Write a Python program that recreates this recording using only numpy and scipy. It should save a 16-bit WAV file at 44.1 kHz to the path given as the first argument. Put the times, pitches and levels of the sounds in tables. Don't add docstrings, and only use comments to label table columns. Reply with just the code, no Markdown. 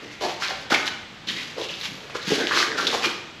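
import sys
import numpy as np
from scipy import signal
from scipy.fft import rfft, irfft, next_fast_len
from scipy.io import wavfile
from scipy.ndimage import map_coordinates

SR = 44100
rng = np.random.default_rng(int(sys.argv[2]) if len(sys.argv) > 2 else 0)


def pcm_store(signal):
    levels = np.round(np.clip(np.atleast_2d(signal), -1, 1) * 32767)
    wavfile.write(sys.argv[1], SR, levels.astype(np.int16).T)


def convert_level_to_amplitude(level_db):
    exponent = np.asarray(level_db, float) / 20
    return 10 ** exponent


N = 149940


def unit(x):
    return x / np.sqrt(np.mean(x ** 2) + 1e-20)


def along(points, hz):
    f, v = np.transpose(points)
    return np.interp(np.log(hz + 1), np.log(f + 1), v)


def filtered(x, response):
    n = x.shape[-1]
    m = next_fast_len(n + 4096)
    return irfft(rfft(x, m) * response(np.fft.rfftfreq(m, 1 / SR)), m)[..., :n]


def wobble(knots_per_s):
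    knots = rng.standard_normal(N // 16)
    return map_coordinates(knots, [np.arange(N) * knots_per_s / SR])


def resonance(hz, q):
    return lambda f: 1j * f * hz / q / (hz * hz - f * f + 1j * f * hz / q)


# f/Hz, density/dB per Hz
AIR = [(15, -58), (25, -8.5), (49, -22), (66, -10), (160, -3.5), (453, -11.5), (716, -13), (3280, -12.5),
       (8000, -32), (10400, -43), (17600, -120)]


def air():
    hiss = unit(filtered(rng.standard_normal(N), lambda f: convert_level_to_amplitude(along(AIR, f) - along(MIC, f))))
    level_db = -42 + 0.34 * wobble(5.93)
    return convert_level_to_amplitude(level_db) * hiss


# f/Hz, t60/s
HALL = [(100, 0.55), (400, 0.67), (1500, 0.73), (4000, 0.63), (8000, 0.64), (13000, 0.4)]
HALL_DELAY_S, STRIDE_S = 0.008, 0.25


def hall(x):
    hop = round(STRIDE_S * SR)
    out = np.zeros(N + 3 * SR)
    padded = np.pad(x, (hop, 2 * hop))
    for i in range(0, N + hop, hop):
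        hz, t, z = signal.stft(rng.standard_normal(SR), SR, nperseg=256)
        decay = convert_level_to_amplitude(-60 * t / along(HALL, hz)[:, None])
        tail = signal.istft(z * decay, SR, nperseg=256)[1]
        stride = padded[i:i + 2 * hop] * np.hanning(2 * hop)
        wet = signal.fftconvolve(stride, tail / np.linalg.norm(tail))
        out[i:i + len(wet)] += wet
    return out[hop - round(HALL_DELAY_S * SR):][:N]


BIGGEST_GRAIN = 2.45
FLUTTER_DB, FLUTTER_PER_S = 2, 90
BROAD_HZ, BROAD_Q, BROAD_LOW_HZ = 3500, 0.28, 1170
LOW_CUT = 0.49


def strokes(rows, per_s, spread_db, q, broad_db, q_grows=0, swell=0.27):
    chance = rng.random(N)
    size = np.minimum(rng.exponential(1, N), BIGGEST_GRAIN)
    density = 0.071 + (chance < per_s / SR)
    grains = rng.standard_normal(N) * convert_level_to_amplitude(spread_db * size) * density
    grains = grains * convert_level_to_amplitude(FLUTTER_DB * wobble(FLUTTER_PER_S))
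    wide = resonance(BROAD_HZ, BROAD_Q)
    out = np.zeros(N + SR)
    for k, (start_s, rise_s, fall_s, db, hz) in enumerate(rows):
        i = round(start_s * SR)
        t = np.arange(int((rise_s + 2 * fall_s) * SR)) / SR
        growth = np.minimum(t / rise_s, 1) ** swell
        decay = convert_level_to_amplitude(-20 * np.maximum(t - rise_s, 0) / fall_s)
        raw = unit(np.roll(grains, -i - k * 3001)[:len(t)])
        peak = resonance(hz, q * (hz / 700) ** q_grows)

        def response(f):
            body = peak(f) ** 2 * (f / (f - 1j * LOW_CUT * hz)) ** 4
            broad = wide(f) ** 2 * (f / (f - 1j * BROAD_LOW_HZ)) ** 2
            return body + convert_level_to_amplitude(broad_db) * broad

        out[i:i + len(t)] += convert_level_to_amplitude(db) * unit(filtered(raw, response)) * growth * decay
    return out[:N]


def snaps(rows):
    out = np.zeros(N + 2048)
    blow = np.eye(1, 2048)[0]
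    for s, peak_db, hz, q in rows:
        click = filtered(blow, lambda f: resonance(hz, q)(f) ** 2)
        out[round(s * SR):][:len(blow)] += convert_level_to_amplitude(peak_db) * click / np.abs(click).max()
    return out[:N]


# start t/s, rise t/s, fall t/s, level/dB, f/Hz
CLOTH = [(.001, 0.0096, 0.99, -43.5, 1970), (.026, 0.0091, 0.023, -38.5, 4600),
         (.116, 0.018, 0.04, -37.5, 4900), (.111, 0.009, 0.027, -41, 251),
         (.2095, 0.038, 0.087, -29.5, 340), (.431, 0.025, 0.046, -24.5, 2270),
         (.7035, 0.018, 0.04, -25.5, 746), (1.2715, 0.013, 0.064, -30, 3400),
         (1.571, 0.019, 0.062, -33, 1020), (1.79, 0.035, 0.25, -29.5, 10300), (1.931, .09, 0.38, -45, 470),
         (2.101, 0.0097, 0.092, -36, 2070), (2.181, 0.061, 0.15, -38, 1730),
         (2.206, 0.019, 0.06, -33, 3480), (2.37, 0.022, 0.12, -27.5, 650), (2.521, 0.11, 0.047, -27, 362),
         (2.571, 0.024, 0.06, -18, 3800), (2.8695, 0.0037, 0.014, -30, 3500),
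         (2.922, 0.021, 0.028, -27.5, 950), (3.021, 0.057, 0.042, -30, 325),
         (3.036, 0.032, 0.015, -26, 2290)]


def cloth():
    return strokes(CLOTH, per_s=5400, spread_db=4.5, q=1.34, broad_db=-8, q_grows=0.15)


# t/s, peak level/dB, f/Hz, q
KNOCKS = [(.2115, -32, 473, 3), (.2495, -30.5, 355, 1.7), (.5055, -28, 791, 2.6), (.7075, -25.5, 605, 1.8),
          (.7225, -24, 297, 1.04), (.7255, -20.5, 780, 4.3), (.7365, -19, 770, 3),
          (2.1535, -27.5, 460, 2.8), (2.275, -34.5, 182, 2), (1.579, -37, 404, 1.9),
          (1.6075, -35, 431, 2.1), (2.4375, -29, 334, 2.7), (2.3055, -25, 350, 2), (2.3186, -18, 425, 1.8),
          (2.3195, -25.5, 223, 1.45), (2.3255, -23, 423, 3.4), (2.332, -26.5, 390, 2),
          (2.3361, -28.5, 400, 2.2), (2.7178, -13, 3600, 1), (1.6146, -17, 3700, 4), (1.7397, -18, 3500, 4),
          (1.8124, -16.5, 3790, 5.2), (2.9485, -24.5, 515, 2.7), (2.956, -26, 550, 2),
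          (3.06, -30, 500, 1.4)]


def knocks():
    return snaps(KNOCKS)


# start t/s, rise t/s, fall t/s, level/dB, f/Hz
SOLE = [(.02, 0.052, 0.019, -45.5, 312), (.208, 0.034, 0.086, -29.5, 655), (.421, 0.0077, 0.1, -31, 1500),
        (.48, 0.041, 0.014, -39, 624), (.702, 0.03, 0.0072, -22, 1320), (.705, 0.012, 0.081, -30, 327),
        (1.268, 0.0056, 0.21, -41.5, 228), (1.56, 0.05, 0.072, -35.5, 440), (1.87, 0.055, .04, -45, 220),
        (2.097, 0.0013, 0.01, -32.5, 664), (2.145, 0.019, 0.023, -40.5, 437),
        (2.146, 0.0087, 0.028, -31.5, 1230), (2.268, 0.016, 0.027, -38, 200),
        (2.302, 0.01, 0.04, -28.5, 420), (2.316, 0.0044, 0.04, -26, 251), (2.35, 0.081, 0.081, -35, 320),
        (2.39, 0.047, 0.08, -32, 1930), (2.508, .012, 0.05, -20.5, 1480), (2.55, 0.06, 0.0089, -27, 1910),
        (2.62, 0.0091, 0.032, -23, 1750), (2.65, 0.25, 0.2, -37.5, 349), (2.775, 0.017, 0.039, -26.5, 1270),
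        (2.925, 0.022, 0.022, -30.5, 633), (3.035, 0.015, 0.021, -28, 1230)]


def soles():
    return strokes(SOLE, per_s=2300, spread_db=3.5, q=1.16, broad_db=-16.5, q_grows=0.15)


# start t/s, rise t/s, fall t/s, level/dB, f/Hz
RASP = [
    (2.36, 0.071, 0.041, -30, 1580),
    (2.508, 0.016, 0.053, -22, 1168),
    (2.555, 0.048, 0.017, -24.5, 1188),
    (2.775, 0.023, 0.058, -24.5, 1410),
    (2.43, 0.018, .06, -31.5, 1650),
    (2.64, 0.016, 0.16, -32, 1760),
    (2.82, .02, .06, -31.5, 1610),
]


def rasps():
    return strokes(RASP, per_s=900, spread_db=3.5, q=6.8, broad_db=-18.5)


# start t/s, rise t/s, fall t/s, level/dB, f/Hz
SCUFF = [(1.345, 0.044, .09, -30, 2220), (.716, 0.011, 0.032, -21.5, 1450), (.738, .006, 0.036, -17, 2120),
         (1.272, 0.021, 0.052, -24.5, 3270), (1.595, 0.047, .03, -34, 3300),
         (1.685, 0.0081, 0.12, -33, 2800), (1.811, .004, 0.037, -31, 3400),
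         (1.835, 0.022, .035, -29.5, 3200), (2.8688, 0.0026, 0.019, -14, 3550),
         (3.02, 0.031, .025, -21, 2450), (1.275, 0.023, .04, -31.5, 2100), (.722, 0.01, 0.037, -26.5, 804),
         (0.424, 0.022, .04, -28.5, 4100), (1.84, 0.016, .03, -29.5, 2640),
         (1.625, 0.023, .03, -32.5, 2860), (0.4945, .015, .025, -29, 1730)]


def scuffs():
    return strokes(SCUFF, per_s=4000, spread_db=3.5, q=2.5, broad_db=-18, swell=0.84)


# t/s, peak level/dB, f/Hz
SNAPS = [(0.4228, -13.5, 1490), (0.4838, -7, 3780), (0.878, -3.5, 3400), (1.2756, -17, 3520),
         (1.3713, -11, 4060), (1.6873, -20, 3800), (1.4043, -19, 2570), (2.0973, -33, 1150),
         (1.8549, -14, 3630), (2.2657, -19, 3820), (2.471, -2.5, 3320), (2.494, -17, 1810),
         (2.5108, -9.5, 1340), (2.5737, -9.5, 1240), (2.6094, -14, 1240), (2.6282, -6, 1720),
         (2.7178, -12.5, 1850), (2.7996, -11, 1500), (2.8691, -1, 3670), (2.903, -8, 3670),
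         (2.949, -14, 1110), (3.0552, -9, 3070), (3.116, -21, 3750)]


def stones():
    return convert_level_to_amplitude(-2.5) * snaps([(*row, 1.88) for row in SNAPS])


# start t/s, rise t/s, fall t/s, level/dB, f/Hz
GRIT = [(.205, 0.048, 0.044, -25, 3500), (.285, 0.0048, 0.08, -26.5, 2090),
        (.419, 0.015, 0.031, -20.5, 3100), (.47, 0.035, 0.037, -26.5, 2830), (.55, 0.082, 0.034, -38, 2480),
        (.6995, 0.05, 0.02, -17.5, 2130), (.855, 0.03, 0.0093, -21.5, 3560),
        (1.27, 0.037, 0.11, -28.5, 3380), (1.33, 0.073, 0.23, -31, 2280), (1.58, 0.076, .03, -30, 3500),
        (1.684, 0.0044, 0.23, -30, 2700), (1.81, 0.0042, 0.02, -30, 3630), (1.83, 0.028, 0.03, -24, 3500),
        (2.143, 0.024, 0.034, -28, 4160), (2.268, 0.018, 0.1, -19.5, 3580), (2.3, 0.064, 0.063, -19, 2620),
        (2.39, 0.018, 0.042, -39, 3500), (2.47, 0.0064, 0.15, -24.5, 3500), (2.54, 0.07, 0.068, -17, 3830),
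        (2.77, 0.034, 0.14, -22, 3500), (2.868, 0.0034, 0.085, -21.5, 3570), (2.9, 0.053, 0.095, -21, 4200),
        (3.02, 0.038, 0.032, -20, 2840), (3.085, 0.015, 0.036, -25.5, 3500), (.398, 0.018, .02, -28, 3500),
        (2.25, 0.017, .02, -31, 3500)]


def grit():
    return strokes(GRIT, per_s=9000, spread_db=0, q=1, broad_db=13)


def scene():
    crunch = grit() + scuffs()
    rubber = soles() + rasps()
    rustle, clicks, thuds = cloth(), stones(), knocks()
    wet = hall(crunch + rustle + convert_level_to_amplitude(1.5) * rubber + clicks + convert_level_to_amplitude(-2) * thuds)
    mix = crunch + rubber + rustle + clicks + thuds + convert_level_to_amplitude(-3.5) * wet + air()
    return np.array([mix, mix])


def band_limit(x):
    return signal.sosfilt(signal.butter(12, 14580, fs=SR, output="sos"), x)


# f/Hz, gain/dB
MIC = [(60, 10), (150, 11.5), (1000, 3), (4500, -3), (6500, -10), (8200, -19), (10300, -20), (12200, -20.5),
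       (14000, -43)]
# f/Hz, side over mid level/dB
PORTS = [(30, -24), (200, -41), (2000, -39), (6000, -30), (9000, -13.5), (11000, -16), (12200, 0.5),
         (14000, -10)]
# f/Hz, level/dB
HISS = [(7000, -30), (10000, -3), (12000, 6), (13000, -10), (14000, -35)]
HISS_DB = -73.5
NOTCH_HZ, NOTCH_WIDTH_HZ, TOP_HZ = 9000, 1540, 13650


def record(dry):
    notch = resonance(NOTCH_HZ, NOTCH_HZ / NOTCH_WIDTH_HZ)
    mid = filtered(dry[0], lambda f: convert_level_to_amplitude(along(MIC, f)))
    hz, _, z = signal.stft(mid, SR, nperseg=256)
    random_phase = np.exp(2j * np.pi * rng.random(z.shape))
    turned = z * random_phase * convert_level_to_amplitude(along(PORTS, hz))[:, None]
    side = signal.istft(turned, SR, nperseg=256)[1][:N]
    hiss = convert_level_to_amplitude(HISS_DB) * unit(filtered(rng.standard_normal((2, N)), lambda f: convert_level_to_amplitude(along(HISS, f))))
    ports = np.array([mid + side, mid - side]) + hiss
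    ports = filtered(ports, lambda f: (1 - notch(f)) / (1 + (f / TOP_HZ) ** 50))
    return band_limit(ports)


dry = scene()
out = record(dry)
pcm_store(out)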